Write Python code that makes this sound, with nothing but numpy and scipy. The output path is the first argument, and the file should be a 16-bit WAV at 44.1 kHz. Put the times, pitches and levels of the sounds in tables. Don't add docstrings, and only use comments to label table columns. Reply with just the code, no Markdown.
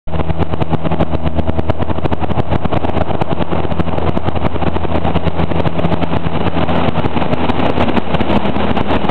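import sys
import numpy as np
from scipy.fft import rfft, irfft, next_fast_len
from scipy.io import wavfile
from scipy.ndimage import uniform_filter1d, map_coordinates

SR = 44100
rng = np.random.default_rng(int(sys.argv[2]) if len(sys.argv) > 2 else 0)


def file_out(sig):
    cols = np.atleast_2d(sig).T
    lim = np.clip(cols, -1, 1)
    pcm = np.round(lim * 32767).astype(np.int16)
    wavfile.write(sys.argv[1], SR, pcm)


N = 401310

# (time [s], airspeed [0..1])
AIRSPEED = [(0, 0.32), (1.8, 0.016), (2.8, 0.2), (5.2, 0.54), (6.5, 0.79), (7.8, 1), (9.1, 0.93)]
# (time [s], speed [rev/s])
SHAFT_RPS = [(1.7, 40.3), (2.4, 41.6), (3.1, 41.2), (6.6, 41.65), (8.7, 39.9)]
# (time [s], relative level [dB])
FIRING_DB = [(.3, -2), (.8, -5), (1.4, 1.5), (2.9, -7), (3.8, -4), (4.8, -2.5), (5.8, -7.5), (7.4, -9),
             (8.8, -11.5)]
OCTAVE_DB = [(.3, -3), (.9, -1.5), (1.4, -3.5), (1.9, -10), (3, -12), (3.8, -4.5), (4.4, -12.5), (5.8, -2),
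             (6.8, -8), (8.8, -20.5)]
ORDER_5_DB = [(0, -27.5), (6.599, -27), (8.4, -7.5), (9.1, -11)]
ORDER_6_DB = [(.3, -20.5), (1.3, -1.5), (1.9, -13.5), (3.6, -20.5), (4.6, -12), (5.7, -18.5), (7.3, -10.5),
              (9.1, -12.5)]
WHINE_DB = [(.3, -13), (1.5, -8), (2.201, -16.5), (9.1, -24)]
# (shaft order, relative level [dB])
RASP_ORDERS_DB = [(7, -6), (8, 1.5), (9, -1.5), (10, -3.5), (12, -6), (14, -7), (15, -2.5), (16.5, -9),
                  (18, -6), (20, -6.5)]
# (frequency [Hz], relative density [dB])
RUMBLE_SPECTRUM_DB = [(10, -25), (25, -18.5), (50, -9), (120, 1.5), (170, -2), (260, -16.5), (600, -56.5)]
BOOM_SPECTRUM_DB = [(70, -31.5), (150, -5.5), (215, 1.5), (300, -2.5), (400, -3.5), (500, -5.5), (700, -23),
                    (2000, -62)]
RUSH_SPECTRUM_DB = [(200, -25), (400, -12.5), (530, -3.5), (620, 1.5), (680, 0.5), (750, -0.5), (850, -0.2),
                    (1000, -4.5), (1300, -11.5), (1800, -28.5), (4000, -63.5)]
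HISS_SPECTRUM_DB = [(700, -31.5), (1300, 4.5), (1700, 0.7), (2100, 1), (2500, 2), (2750, 1.5), (2900, 3.5),
                    (3050, 0), (3400, -4.5), (3900, -4.5), (4500, -13.5)]
# (time [s], relative level [dB])
RUMBLE_DB = [(.3, -30.5), (1.8, -15), (2.3, -3.5), (2.9, -9), (3.8, -18), (4.3, -9), (5.5, -19.5),
             (7.2, -16), (9.1, -15.5)]
RUSH_DB = [(0, -6), (1.7, -6), (3.2, -3.7), (4.6, -4.5), (5.8, -5), (6.8, -4.5), (9.1, -4.5)]
# (thump time [s], thump height [0..1], hold before thump [s], relative top level [dB])
GUSTS = [(0.1604, 0.52, 0.0035, -13.5), (0.2107, 0.9, 0.017, -15.5), (0.3085, 0.93, 0.0, -9),
         (0.4286, 0.93, 0.021, -14), (0.5404, 0.78, 0.0031, -16), (0.6257, 0.94, 0.006, -12),
         (0.7487, 0.94, 0.018, -14), (0.8715, 0.78, 0.0059, -13.5), (0.945, 0.54, 0.026, -14),
         (1.0317, 0.94, 0.022, -12.5), (1.153, 0.93, 0.0049, -11.0), (1.2763, 0.94, 0.011, -17),
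         (1.3984, 0.83, 0.0053, -13.5), (1.497, 0.92, 0.0059, -17), (1.5957, 0.94, 0, -13.5),
         (1.706, 0.94, 0.0059, -10.5), (1.8287, 0.64, 0.0013, -10), (1.9155, 0.66, 0.018, -16),
         (1.989, 0.41, 0.0042, -14.5), (2.0617, 0.75, 0.004, -10.5), (2.1364, 0.83, 0.011, -15.5),
         (2.2457, 0.67, 0.018, -14), (2.3187, 0.61, 0.013, -15), (2.4029, 0.99, 0.022, -14.0),
         (2.56, 0.94, 0.041, -14.5), (2.6586, 0.86, 0.0011, -10), (2.7435, 0.6, 0.018, -14),
         (2.7757, 0.8, 0.02, -14), (2.8539, 0.61, 0.0045, -10.5), (2.898, 0.57, 0.016, -12.5),
         (2.9844, 0.68, 0.038, -16), (3.021, 0.73, 0.012, -12.5), (3.1145, 0.65, 0.023, -13.5),
         (3.1537, 0.7, 0.019, -18.5), (3.2227, 0.93, 0.011, -12), (3.3304, 0.92, 0.01, -14),
         (3.4255, 0.94, 0.025, -14), (3.535, 0.69, 0.006, -13.0), (3.6046, 0.68, 0.051, -16),
         (3.653, 0.79, 0.019, -17), (3.7246, 0.63, 0.0, -9.5), (3.808, 0.94, 0.012, -11.5),
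         (3.894, 0.52, 0.0081, -13), (3.9406, 0.47, 0.012, -17.5), (3.9862, 0.46, 0.0, -10.5),
         (4.049, 0.47, 0.028, -17), (4.095, 0.93, 0.034, -16.5), (4.1761, 0.94, 0.0066, -13.5),
         (4.2882, 0.93, 0, -10.5), (4.3748, 0.63, 0.011, -13.5), (4.4675, 0.93, 0.037, -15.5),
         (4.5633, 0.65, 0.0063, -13), (4.638, 0.55, 0.018, -18.0), (4.6856, 0.72, 0.019, -14),
         (4.7685, 0.6, 0.0063, -12.5), (4.8534, 0.79, 0.012, -13.0), (4.9295, 0.14, 0.02, -17.5),
         (4.9834, 0.74, 0.04, -16.5), (5.0545, 0.61, 0.0, -10.5), (5.1087, 0.58, 0.047, -15.5),
         (5.1742, 0.75, 0.016, -14.0), (5.2834, 0.94, 0.016, -13), (5.4397, 1, 0.05, -13.5),
         (5.5203, 0.66, 0.0044, -15.5), (5.6058, 0.78, 0.048, -15.5), (5.676, 0.94, 0.016, -15),
         (5.7978, 0.76, 0.0085, -14.5), (5.861, 0.55, 0.016, -12.5), (5.942, 0.93, 0.026, -14),
         (6.039, 0.83, 0.0037, -11), (6.17, 0.94, 0.035, -15.5), (6.2703, 0.87, 0.002, -14.0),
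         (6.3743, 0.62, 0.026, -15.5), (6.4163, 0.45, 0.006, -15), (6.483, 0.93, 0.03, -13),
         (6.5935, 0.6, 0.028, -14.0), (6.6388, 0.8, 0.03, -13), (6.8217, 0.58, 0.13, -14.5),
         (6.8908, 0.87, 0.058, -14.5), (6.9992, 0.7, 0.023, -14), (7.0618, 0.94, 0.011, -12.5),
         (7.181, 0.56, 0.012, -13.5), (7.2293, 0.28, 0.015, -11.5), (7.2634, 0.64, 0.0084, -16.5),
         (7.339, 0.92, 0.019, -12.5), (7.4606, 0.36, 0.039, -14), (7.506, 0.74, 0.016, -10.5),
         (7.585, 0.44, 0.014, -15), (7.7019, 0.83, 0.108, -14.5), (7.7822, 0.75, 0, -14.5),
         (7.8424, 0.61, 0.046, -12.5), (7.899, 0.7, 0.0091, -12.5), (7.956, 0.48, 0.008, -17.0),
         (7.9854, 0.97, 0.022, -11), (8.1556, 0.77, 0.0057, -9.5), (8.217, 0.74, 0.0083, -13.5),
         (8.3173, 0.56, 0.028, -13.5), (8.3766, 0.84, 0.048, -12), (8.499, 0.69, 0.048, -13.5),
         (8.567, 0.73, 0.0037, -16.0), (8.6523, 0.58, 0.064, -15), (8.7152, 0.91, 0.048, -16.5),
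         (8.812, 0.89, 0.038, -13), (8.8634, 0.3, 0.0, -23.5), (8.9692, 0.85, 0.068, -12),
         (9.0546, 0.52, 0.0044, -13.0), (9.11, 0, 0.016, -8)]
# (frequency [Hz], gain [dB])
OUTPUT_RESPONSE_DB = [(20, -3), (50, -3.5), (80, -0.5), (4300, 0.5), (5000, -7), (6300, -5), (8000, 0),
                      (10000, -5.5), (13000, -6.5), (16000, -3)]

# (level at airspeed 0 [dB], level at airspeed 1 [dB])
RASP_DB, HISS_DB = (-13, -22.5), (-17, -11)
BOOM_DB = (-4.2, 0.4)
LULL_DB = (-25.5, -18.5)

START_S = .072
TIME_S = np.arange(N) / SR


def amp(db):
    return 10 ** (np.asarray(db) / 20)


def unit(x):
    return x / np.sqrt(np.mean(x ** 2) + 1e-20)


def curve(rows):
    return np.interp(TIME_S, *np.transpose(rows))


def with_airspeed(levels_db):
    slow_db, fast_db = levels_db
    return slow_db + (fast_db - slow_db) * curve(AIRSPEED)


def wobble(rate_hz):
    knots = rng.standard_normal(int(N * rate_hz / SR) + 4)
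    return map_coordinates(knots, [np.arange(N) * rate_hz / SR])


def filtered(x, response):
    size = next_fast_len(N + 8192)
    return irfft(rfft(x, size) * response(np.fft.rfftfreq(size, 1 / SR)), size)[:N]


def colour(x, spectrum):
    points_hz, db = np.transpose(spectrum)
    return filtered(x, lambda hz: amp(np.interp(np.log(hz + 1), np.log(points_hz), db)))


def noise(spectrum):
    return unit(colour(rng.standard_normal(N), spectrum))


def gust_index():
    thump_s = np.transpose(GUSTS)[0]
    return np.minimum(np.searchsorted(thump_s, TIME_S), len(GUSTS) - 1)


def engine(shaft_rad, rasp_waver_db, drone_waver_db):
    def tone(order):
        phase_rad = order * shaft_rad + rng.uniform(0, 2 * np.pi)
        return np.sqrt(2) * np.sin(phase_rad + order * wobble(5) / 70)

    levels = {2: FIRING_DB, 4: OCTAVE_DB, 5: ORDER_5_DB, 6: ORDER_6_DB, 16: WHINE_DB}
    drone = sum(amp(curve(rows) + drone_waver_db * wobble(4.4)) * tone(order)
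                for order, rows in levels.items())
    rasp = sum(amp(db + rasp_waver_db * wobble(1.9)) * tone(order) for order, db in RASP_ORDERS_DB)
    return drone + amp(with_airspeed(RASP_DB)) * rasp


def slipstream(shaft_rad, pulse_depth, eddy_db):
    firing_pulse = 1 + pulse_depth * np.cos(2 * shaft_rad)
    chop = unit(firing_pulse * amp(eddy_db * wobble(110)))
    body = noise(RUSH_SPECTRUM_DB) + amp(with_airspeed(BOOM_DB)) * noise(BOOM_SPECTRUM_DB)
    hiss = amp(with_airspeed(HISS_DB)) * noise(HISS_SPECTRUM_DB)
    rumble = amp(curve(RUMBLE_DB)) * noise(RUMBLE_SPECTRUM_DB)
    return rumble + chop * (amp(curve(RUSH_DB)) * body + hiss)


def gust_gain(duck_db, creep_share, swell_power, lift_db, flutter_db, top_flutter_db, smooth_s):
    thump_s, height, hold_s, top_db = np.transpose(GUSTS)
    start_s, last_height = np.r_[START_S, thump_s[:-1]], np.r_[1, height[:-1]]
    rise_s = np.maximum(thump_s - hold_s - start_s, 1e-3)
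    k = gust_index()
    progress = np.clip((TIME_S - start_s[k]) / rise_s[k], 0, 1)
    swell = creep_share * progress + (1 - creep_share) * progress ** swell_power
    low_db = with_airspeed(LULL_DB) - duck_db * last_height[k]
    level_db = low_db + (top_db[k] + lift_db - low_db) * swell
    level_db += (flutter_db + top_flutter_db * swell) * wobble(70)
    return amp(uniform_filter1d(level_db, int(smooth_s * SR)))


def air_tear(gain_db, rise_s):
    thump_s, height, *_ = np.transpose(GUSTS)
    k = gust_index()
    envelope = height[k] * np.exp(-np.abs(thump_s[k] - TIME_S) / rise_s)
    return amp(gain_db) * envelope * noise(HISS_SPECTRUM_DB)


def soft_overload(x, limit, order):
    return x / (1 + (np.maximum(x, 0) / limit) ** order) ** (1 / order)


def overload_thumps(sound, attack_s, decay_s, undershoot, lead_s, overshoot_db):
    out = sound.copy()
    t_s = np.arange(-SR // 100, SR // 100) / SR
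    dip = undershoot * np.exp(-(0.79 * (t_s + lead_s) / lead_s) ** 2)
    for (thump_s, height, *_), depth in zip(GUSTS, rng.uniform(0.56, 1.5, len(GUSTS))):
        first = round(thump_s * SR) - len(t_s) // 2
        if height > .2 and first + len(t_s) < N:
            front = np.exp(-(t_s * height / attack_s) ** 2)
            tail = np.exp(-np.abs(t_s / (decay_s * height)) ** 1.32)
            thump = np.where(t_s < 0, front, tail)
            span = slice(first, first + len(t_s))
            dipped = out[span] - depth * height * dip
            out[span] = dipped * (1 - thump) + amp(overshoot_db) * height * thump
    return out


def scene():
    shaft_rad = 2 * np.pi * np.cumsum(curve(SHAFT_RPS)) / SR
    roar = engine(shaft_rad, rasp_waver_db=2.0, drone_waver_db=.7)
    roar += slipstream(shaft_rad, pulse_depth=0.17, eddy_db=1.35)
    roar *= gust_gain(duck_db=5.5, creep_share=0.26, swell_power=5.04, lift_db=0.56,
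                      flutter_db=.5, top_flutter_db=1.01, smooth_s=0.00028)
    roar += air_tear(gain_db=-15, rise_s=.0017)
    rounded = soft_overload(roar, limit=0.8, order=4)
    return overload_thumps(rounded, attack_s=0.00027, decay_s=0.0012,
                           undershoot=0.28, lead_s=0.0016, overshoot_db=0.67)[None]


def record(dry):
    band_hz, band_order, top_hz = 3950, 22, 15900
    offset, clip_level = -.2335, .715
    narrow = filtered(dry[0], lambda hz: 1 / np.sqrt(1 + (hz / band_hz) ** (2 * band_order)))
    clipped = np.clip(narrow + offset, -clip_level, clip_level) - offset
    output = filtered(colour(clipped, OUTPUT_RESPONSE_DB), lambda hz: hz < top_hz) + offset
    fade_in = np.clip((TIME_S - START_S) / .004, 0, 1)
    return (fade_in * output)[None]


dry = scene()
out = record(dry)
file_out(out)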